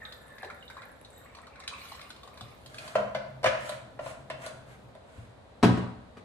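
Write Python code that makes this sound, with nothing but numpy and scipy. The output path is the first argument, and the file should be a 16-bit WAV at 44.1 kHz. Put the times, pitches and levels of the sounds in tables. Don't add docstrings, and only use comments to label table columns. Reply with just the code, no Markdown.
import sys
import numpy as np
from scipy import signal
from scipy.fft import rfft, irfft, next_fast_len
from scipy.io import wavfile

SR = 44100
rng = np.random.default_rng(int(sys.argv[2]) if len(sys.argv) > 2 else 0)


def persist_wave(psi):
    counts = np.round(np.clip(psi, -1, 1) * 32767).astype(np.int16)
    wavfile.write(sys.argv[1], SR, np.atleast_2d(counts).T)


N = 275184

# time in seconds, gurgle level in dB, fizz level in dB.
STREAM_LEVELS = [(0.0, -44, -65), (0.17, -59, -68), (0.48, -47, -71), (0.62, -62.5, -69),
                 (0.82, -48.5, -73), (1.06, -78, -79), (1.18, -56.5, -60), (1.61, -56.5, -81),
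                 (1.76, -44, -55), (1.82, -52.5, -45.5), (2.01, -50.5, -53), (2.2, -67.5, -63),
                 (2.48, -52.5, -58), (2.72, -94, -61)]
# start in seconds, level in dB, pitch in Hz, relative splash in dB.
SINGLE_BUBBLES = [(0.052, -32, 3700, -30), (0.123, -44.5, 3600, 2.5), (0.382, -39, 1700, -9),
                  (0.43, -32.5, 1620, -13), (0.432, -29.5, 770, -30), (0.446, -33.5, 600, -11.5),
                  (0.501, -31.5, 1400, -15), (0.626, -40.5, 2910, -19), (0.68, -38.5, 3740, -25),
                  (0.7, -35, 1514, -11), (0.768, -32, 1110, -19), (0.819, -37.5, 1395, -11),
                  (1.048, -42.5, 3810, -5.5), (1.386, -38.5, 1080, -15), (1.477, -43, 1140, -51),
                  (1.557, -43.5, 1500, -8), (1.601, -39.5, 1170, -1.5), (1.677, -34, 2420, 7),
                  (1.919, -33.5, 1100, -7), (2.014, -38.5, 2170, -2.5), (2.103, -40, 1470, 1.5),
                  (2.275, -40.5, 1090, -6), (2.409, -37, 1176, -2), (2.66, -51, 1080, 11),
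                  (2.744, -41, 1600, -1), (2.783, -33.5, 2470, -1), (2.877, -36.5, 1020, -1)]
# start in seconds, thud in dB, crack in dB, contact cutoff in Hz.
TABLE_BLOWS = [(2.408, -31.5, -72, 114.5), (5.178, -33, -57, 142), (5.628, -26.5, -19, 1500),
               (5.633, -10.5, -18, 3000), (5.646, -28, -30, 1500), (5.772, -24.5, -37, 600),
               (6.169, -48.5, -45.5, 600)]
# time of fastest sliding in seconds, level in dB, half-length in seconds.
SLIDES = [(2.84, -50, 0.12), (3.673, -46.5, 0.074), (4.074, -48, 0.053), (4.448, -46.5, 0.04),
          (4.713, -59.5, 0.052), (5.17, -63.5, 0.11)]
# start in seconds, level in dB, relative crack in dB, relative click in dB.
CAP_IMPACTS = [(2.954, -15, -14, -22), (2.983, -25, -19, -27), (3.148, -23.5, -9.5, -18),
               (3.431, -32, -4, -7.5), (3.442, -15, -12.5, -10), (3.459, -21, 1, -10),
               (3.469, -29.5, 2, -23), (3.547, -32, -11, -30), (3.693, -30, -25, 1),
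               (3.72, -32.5, -9.5, -48.5), (3.991, -30, -15.5, -48), (4.062, -31, -14, -36),
               (4.3, -29.5, -5.5, -10), (4.463, -34, -21, 4), (4.951, -44.5, -16.5, -10)]

# frequency in Hz, relative spectral density in dB.
FALLING_SPECTRUM = [(60, -59), (350, -34), (520, -4), (750, -11.5), (1100, -9.5), (1550, -5), (1760, 1),
                    (1980, -7.5), (2500, -16), (3300, -37), (3750, -2), (4500, -45), (6500, -27),
                    (7600, -15), (8500, -25), (15500, -20)]
BRIMMING_SPECTRUM = [(60, -43), (350, -54), (550, -4), (900, -11), (1130, 8), (1400, -7.5), (2400, 2),
                     (3000, -20), (4000, -19), (5200, -26.5), (9000, -30), (13000, -29), (15500, -26)]
AIR_SPECTRUM = [(15, -61), (25, -18), (64, 8), (178, -1.5), (233, 1), (349, -5.5), (537, 3), (895, -4.5),
                (1140, -7.5), (2850, -18.5), (3930, -17.5), (5580, -29.5), (9050, -30), (12200, -40.5),
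                (15500, -82)]
SPLASH_SPECTRUM = [(60, -37), (500, -42.5), (1200, 0.5), (2400, -3), (4000, 10), (5500, -3), (10000, -8.5),
                   (15000, -33)]
SLAP_SPECTRUM = [(30, -50), (100, -22), (400, 6), (1100, 0.5), (1800, -6), (3000, -10.5), (4500, -18),
                 (5500, -23), (9000, -27.5), (13500, -39.5), (16000, -66)]
RASP_SPECTRUM = [(40, -45), (300, -17), (500, 4), (630, 28), (850, 11.5), (1500, 18), (2600, 9.5),
                 (4000, 3.5), (5500, -1), (8500, 3.5), (12500, -8.5), (15000, -15)]
HOLLOW_SPECTRUM = [(30, -68), (60, -42), (95, -23), (123, 6), (155, -11), (210, -11.5), (300, -13.5),
                   (400, -20.5), (900, -51.5)]
SNAP_SPECTRUM = [(40, -15), (300, -12), (500, -0.5), (900, -11), (1500, 0.5), (2500, -5), (3000, -7.5),
                 (4200, -17.5), (5500, -20), (14000, -47)]
CLICK_SPECTRUM = [(1000, 2), (2400, 10), (3200, 9), (4300, 11), (5600, 1), (9000, 4), (12500, -7.5),
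                  (15000, -24)]
TICK_SPECTRUM = [(2000, -3), (4000, -14), (9000, -18), (15000, -21)]

# frequency in Hz, relative level in dB, time to decay by 60 dB in seconds.
BASE_MODES = [(72.6, -10.5, 0.072), (111, -5.5, 0.092), (194, 1, 0.069), (249, 7.5, 0.031), (333, 1, 0.04),
              (410, -12, 0.058)]
TABLE_MODES = [(122, -7, 0.55), (181, -9, 0.52), (232, -10, 0.35), (296, -11, 0.36), (430, -18, 0.48),
               (698, -8, 0.099), (1073, -19, .15), (1300, -20, 0.15)]
BOTTLE_MODES = [(206, -25, 0.44), (532, -3.5, 0.047), (620.4, 2.5, 0.054), (672.3, 1.5, 0.04),
                (1000, -6.5, 0.037), (1112, -10.5, 0.03), (1390, -4.5, 0.014), (2830, -35, 0.075)]
WALL_MODES = [(127.2, -13.5, 0.19)]

# frequency in Hz, left-right correlation.
COHERENCE = [(60, 0.78), (150, 0.94), (300, 0.47), (700, 0.26), (1400, 0.11), (2500, -0.18), (6000, 0.16)]
# frequency in Hz, reverberation time in seconds.
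REVERB_TIMES = [(100, 0.78), (300, 0.44), (1000, 0.72), (4000, 0.58), (9000, 0.54), (15000, 0.046)]
# frequency in Hz, left minus right in dB.
MIC_MISMATCH = [(60, 1.5), (110, -1.7), (200, 0.8), (380, 1), (700, 2), (1290, 1.5), (2380, -2.1),
                (4400, -0.5), (8120, -2.4), (15000, -2.5)]


def amp(db):
    return 10 ** (np.asarray(db) / 20)


def unit(x):
    return x / np.sqrt(np.mean(x ** 2) + 1e-20)


def along(points, hz):
    freqs, values = np.transpose(points)
    return np.interp(np.log(hz + 1), np.log(freqs + 1), values)


def decay(t, t60):
    return np.exp(-np.log(1000) * t / t60)


def filtered(x, response):
    size = x.shape[-1]
    padded = next_fast_len(size + 8192)
    return irfft(rfft(x, padded) * response(np.fft.rfftfreq(padded, 1 / SR)), padded)[..., :size]


def coloured(x, spectrum):
    size = 2048
    cepstrum = irfft(np.log(amp(along(spectrum, np.fft.rfftfreq(size, 1 / SR)))))
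    fold = np.r_[1, np.full(size // 2 - 1, 2), 1, np.zeros(size // 2 - 1)]
    kernel = irfft(np.exp(rfft(cepstrum * fold)))
    return signal.fftconvolve(x, kernel / np.linalg.norm(kernel))[:len(x)]


def band(x, low_hz, high_hz):
    return signal.sosfilt(signal.butter(2, [low_hz, high_hz], "band", fs=SR, output="sos"), x)


def add(track, s, sound):
    start = max(round(s * SR), 0)
    track[start:start + len(sound)] += sound[:max(len(track) - start, 0)]


def scattered(from_s, to_s, count):
    times = from_s + (to_s - from_s) * (np.arange(count) + rng.random(count)) / count
    return zip(times, 2 * rng.random((count, 2)) - 1)


def grains(per_second, spread_db):
    occurs = rng.random(N) < per_second / SR
    size = np.minimum(rng.exponential(size=N), 4)
    sign = rng.choice([-1, 1], N)
    return unit(occurs * amp(spread_db * size) * sign)


def burst(spectrum, t60, attack_s):
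    t = np.arange(SR // 10) / SR
    noise = rng.standard_normal(len(t))
    return coloured(noise * decay(t, t60) * (1 - np.exp(-t / attack_s)), spectrum)


def ring(modes, scatter_db, attack_s, size):
    t = np.arange(size) / SR
    out = np.zeros(size)
    for k, (hz, db, t60) in enumerate(modes):
        gain = (-1) ** k * amp(db + scatter_db * rng.standard_normal())
        out += gain * decay(t, t60) * np.sin(2 * np.pi * hz * t)
    return out * (1 - np.exp(-t / attack_s))


def diffuse(size):
    def weights(hz):
        angle = np.arccos(along(COHERENCE, hz)) / 2
        return np.array([np.cos(angle), np.sin(angle)])
    mid, side = filtered(rng.standard_normal((2, size)), weights)
    return np.array([mid + side, mid - side])


def bubble(hz, cycles, rise):
    life = cycles * SR / hz
    age = np.arange(int(life) + 2) / life
    phase = 2 * np.pi * cycles * (age + rise * age ** 2 / 2)
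    return np.sin(phase) * decay(age, 1) * (1 - np.exp(-age * cycles * 2))


def trickle(count, end_s, cycles, spread_db):
    swarm = np.zeros(N)
    low_hz, high_hz = 450, 14000
    for when, pitch, size, life in rng.random((count, 4)):
        hz = low_hz * (high_hz / low_hz) ** pitch
        gain = amp(-spread_db * np.log(size + 0.037)) * hz
        add(swarm, when * end_s, gain * bubble(hz, cycles * (0.5 + life), rise=0.12))
    return swarm / np.std(swarm[:int(end_s * SR)])


def stream(brim_s=1.14, brim_rise_s=0.16, crossover_hz=2800):
    t = np.arange(N) / SR
    times, *levels = np.transpose(STREAM_LEVELS)
    gurgle_db, fizz_db = [np.interp(t, times, db, right=-120) for db in levels]
    swarm = trickle(count=3000, end_s=times[-1], cycles=38, spread_db=6)
    spray = amp(-4) * grains(per_second=2000, spread_db=3)
    full = np.clip((t - brim_s) / brim_rise_s, 0, 1)

    def in_glass(x, passband):
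        blend = (1 - full) * coloured(x, FALLING_SPECTRUM) + full * coloured(x, BRIMMING_SPECTRUM)
        part = filtered(blend, passband)
        return part / np.std(part[:int(times[-1] * SR)])
    gurgle = in_glass(swarm, lambda hz: hz < crossover_hz)
    fizz = in_glass(swarm + spray, lambda hz: hz >= crossover_hz)
    return amp(gurgle_db - 5) * gurgle + amp(fizz_db - 4.5) * fizz


def room_air():
    return amp(-54) * unit(filtered(diffuse(N), lambda hz: amp(along(AIR_SPECTRUM, hz))))


def plop(hz, splash_db, follow_s=0.014, follow_octaves=0.91):
    radius = 1510 / hz
    out = amp(splash_db) * burst(SPLASH_SPECTRUM, t60=0.027, attack_s=0.00069)
    add(out, 0, bubble(hz, cycles=39 / radius, rise=0.022))
    follower_gain = amp(-8) * min(radius, 1)
    for late, pitch in rng.random((3, 2)):
        follower_hz = hz * 2 ** (follow_octaves * (2 * pitch - 1))
        add(out, follow_s * late, follower_gain * bubble(follower_hz, cycles=24, rise=0.06))
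    return out


def single_bubbles():
    out = np.zeros(N)
    for s, db, hz, splash_db in SINGLE_BUBBLES:
        add(out, s, amp(db) * plop(hz, splash_db))
    return out


def spits(hz=9800, scatter_db=6, scatter_octaves=0.25):
    out = np.zeros(N)
    for s, (size, pitch) in scattered(from_s=0, to_s=2.4, count=24):
        gain = amp(-46.5 + scatter_db * size)
        add(out, s, gain * bubble(hz * 2 ** (scatter_octaves * pitch), cycles=26, rise=0.078))
        add(out, s, gain * amp(-3) * burst(TICK_SPECTRUM, t60=0.0024, attack_s=0.0001))
    return out


def drips(hz=1180, scatter_db=3, scatter_octaves=0.3):
    out = np.zeros(N)
    for s, (size, pitch) in scattered(from_s=1.25, to_s=2.5, count=12):
        drop = plop(hz * 2 ** (scatter_octaves * pitch), splash_db=-2.5)
        add(out, s, amp(-45 + scatter_db * size) * drop)
    return out


def table_blows(lowest_hz=29):
    blows, table_ring = np.zeros(N), np.zeros(N)
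    hardest_db = max(row[1] for row in TABLE_BLOWS)
    for s, thud_db, crack_db, cutoff_hz in TABLE_BLOWS:
        thud = ring(BASE_MODES, scatter_db=3.5, attack_s=0.00033, size=SR // 4)
        top = ring(TABLE_MODES, scatter_db=2, attack_s=0.0009, size=2 * SR // 3)
        ring_db = thud_db + 1 - 0.29 * (hardest_db - thud_db)
        add(blows, s, amp(crack_db) * burst(SLAP_SPECTRUM, t60=0.089, attack_s=0.0005))
        add(blows, s, amp(thud_db) * band(thud, lowest_hz, cutoff_hz))
        add(table_ring, s, amp(ring_db) * band(top, lowest_hz, cutoff_hz))
    return blows, table_ring


def handling(hold_from_s=2.71, hold_to_s=4.85, fade_s=0.16):
    t = np.arange(N) / SR
    sliding = sum(amp(db) * np.exp(-((t - s) / half_s) ** 2) for s, db, half_s in SLIDES)
    rasp = sliding * coloured(grains(per_second=5000, spread_db=4), RASP_SPECTRUM)
    held = np.clip(1 + np.minimum(t - hold_from_s, hold_to_s - t) / fade_s, 0, 1)
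    rub = amp(-57.5) * held * coloured(grains(per_second=530, spread_db=3.5), HOLLOW_SPECTRUM)
    return rasp + rub


def cap_knocks():
    out = np.zeros(N)
    for s, db, crack_db, click_db in CAP_IMPACTS:
        add(out, s, amp(db) * ring(BOTTLE_MODES, scatter_db=-0.5, attack_s=0.00023, size=SR // 4))
        crack_gain = amp(db + crack_db)
        add(out, s, crack_gain * burst(SNAP_SPECTRUM, t60=0.064, attack_s=0.0002))
        add(out, s, crack_gain * ring(WALL_MODES, scatter_db=-0.5, attack_s=0.0039, size=SR // 2))
        add(out, s, amp(db + click_db) * burst(CLICK_SPECTRUM, t60=0.0082, attack_s=0.0002))
    return out


def direct_path(x, lag_ms, pan_db):
    sides = np.array([[0.5], [-0.5]])
    pair = filtered(x, lambda hz: np.exp(2j * np.pi * hz * sides * lag_ms / 1000))
    return pair * amp(sides * pan_db)


def room_response(build_s=0.00033, early_gain=2.03, early_s=0.011):
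    hz, t, spectra = signal.stft(diffuse(int(0.8 * SR)), SR, nperseg=256)
    tail = signal.istft(spectra * decay(t, along(REVERB_TIMES, hz)[:, None]), SR, nperseg=256)[1]
    age = np.arange(tail.shape[1]) / SR
    tail = tail / np.linalg.norm(tail[0]) * (1 - np.exp(-age / build_s))
    early = signal.lfilter(*signal.butter(2, 1100, "high", fs=SR), tail * np.exp(-age / early_s))
    return tail + early_gain * early


def reverberation(x):
    echo, block = np.zeros((2, N + 2 * SR)), SR // 2
    for start in range(0, N, block):
        wet = signal.fftconvolve(x[None, start:start + block], room_response(), axes=1)
        echo[:, start:start + wet.shape[1]] += wet
    return echo[:, :N]


def scene():
    pour = stream()
    plops = single_bubbles() + drips()
    ticks = spits()
    cap, hands = cap_knocks(), handling()
    blows, table_ring = table_blows()
    direct = direct_path(pour + plops + ticks, lag_ms=0.085, pan_db=0)
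    direct += direct_path(cap, lag_ms=0.11, pan_db=0)
    direct += direct_path(hands, lag_ms=0.28, pan_db=1.5)
    direct += direct_path(blows + table_ring, lag_ms=-0.012, pan_db=2)
    water = amp(-1.5) * pour + amp(-5) * plops + amp(-8) * ticks
    solids = amp(-2) * cap + amp(-1.5) * (hands + blows) + amp(-14) * table_ring
    return direct + reverberation(water + solids) + room_air()


def record(dry):
    limit_hz, fade_hz = 16200, 2000
    colour = lambda hz: amp(along(MIC_MISMATCH, hz) * np.array([[0.5], [-0.5]]))
    treble_fade = lambda hz: np.clip((limit_hz - hz) / fade_hz, 0, 1)
    return filtered(dry, lambda hz: colour(hz) * treble_fade(hz))


dry = scene()
out = record(dry)
persist_wave(out)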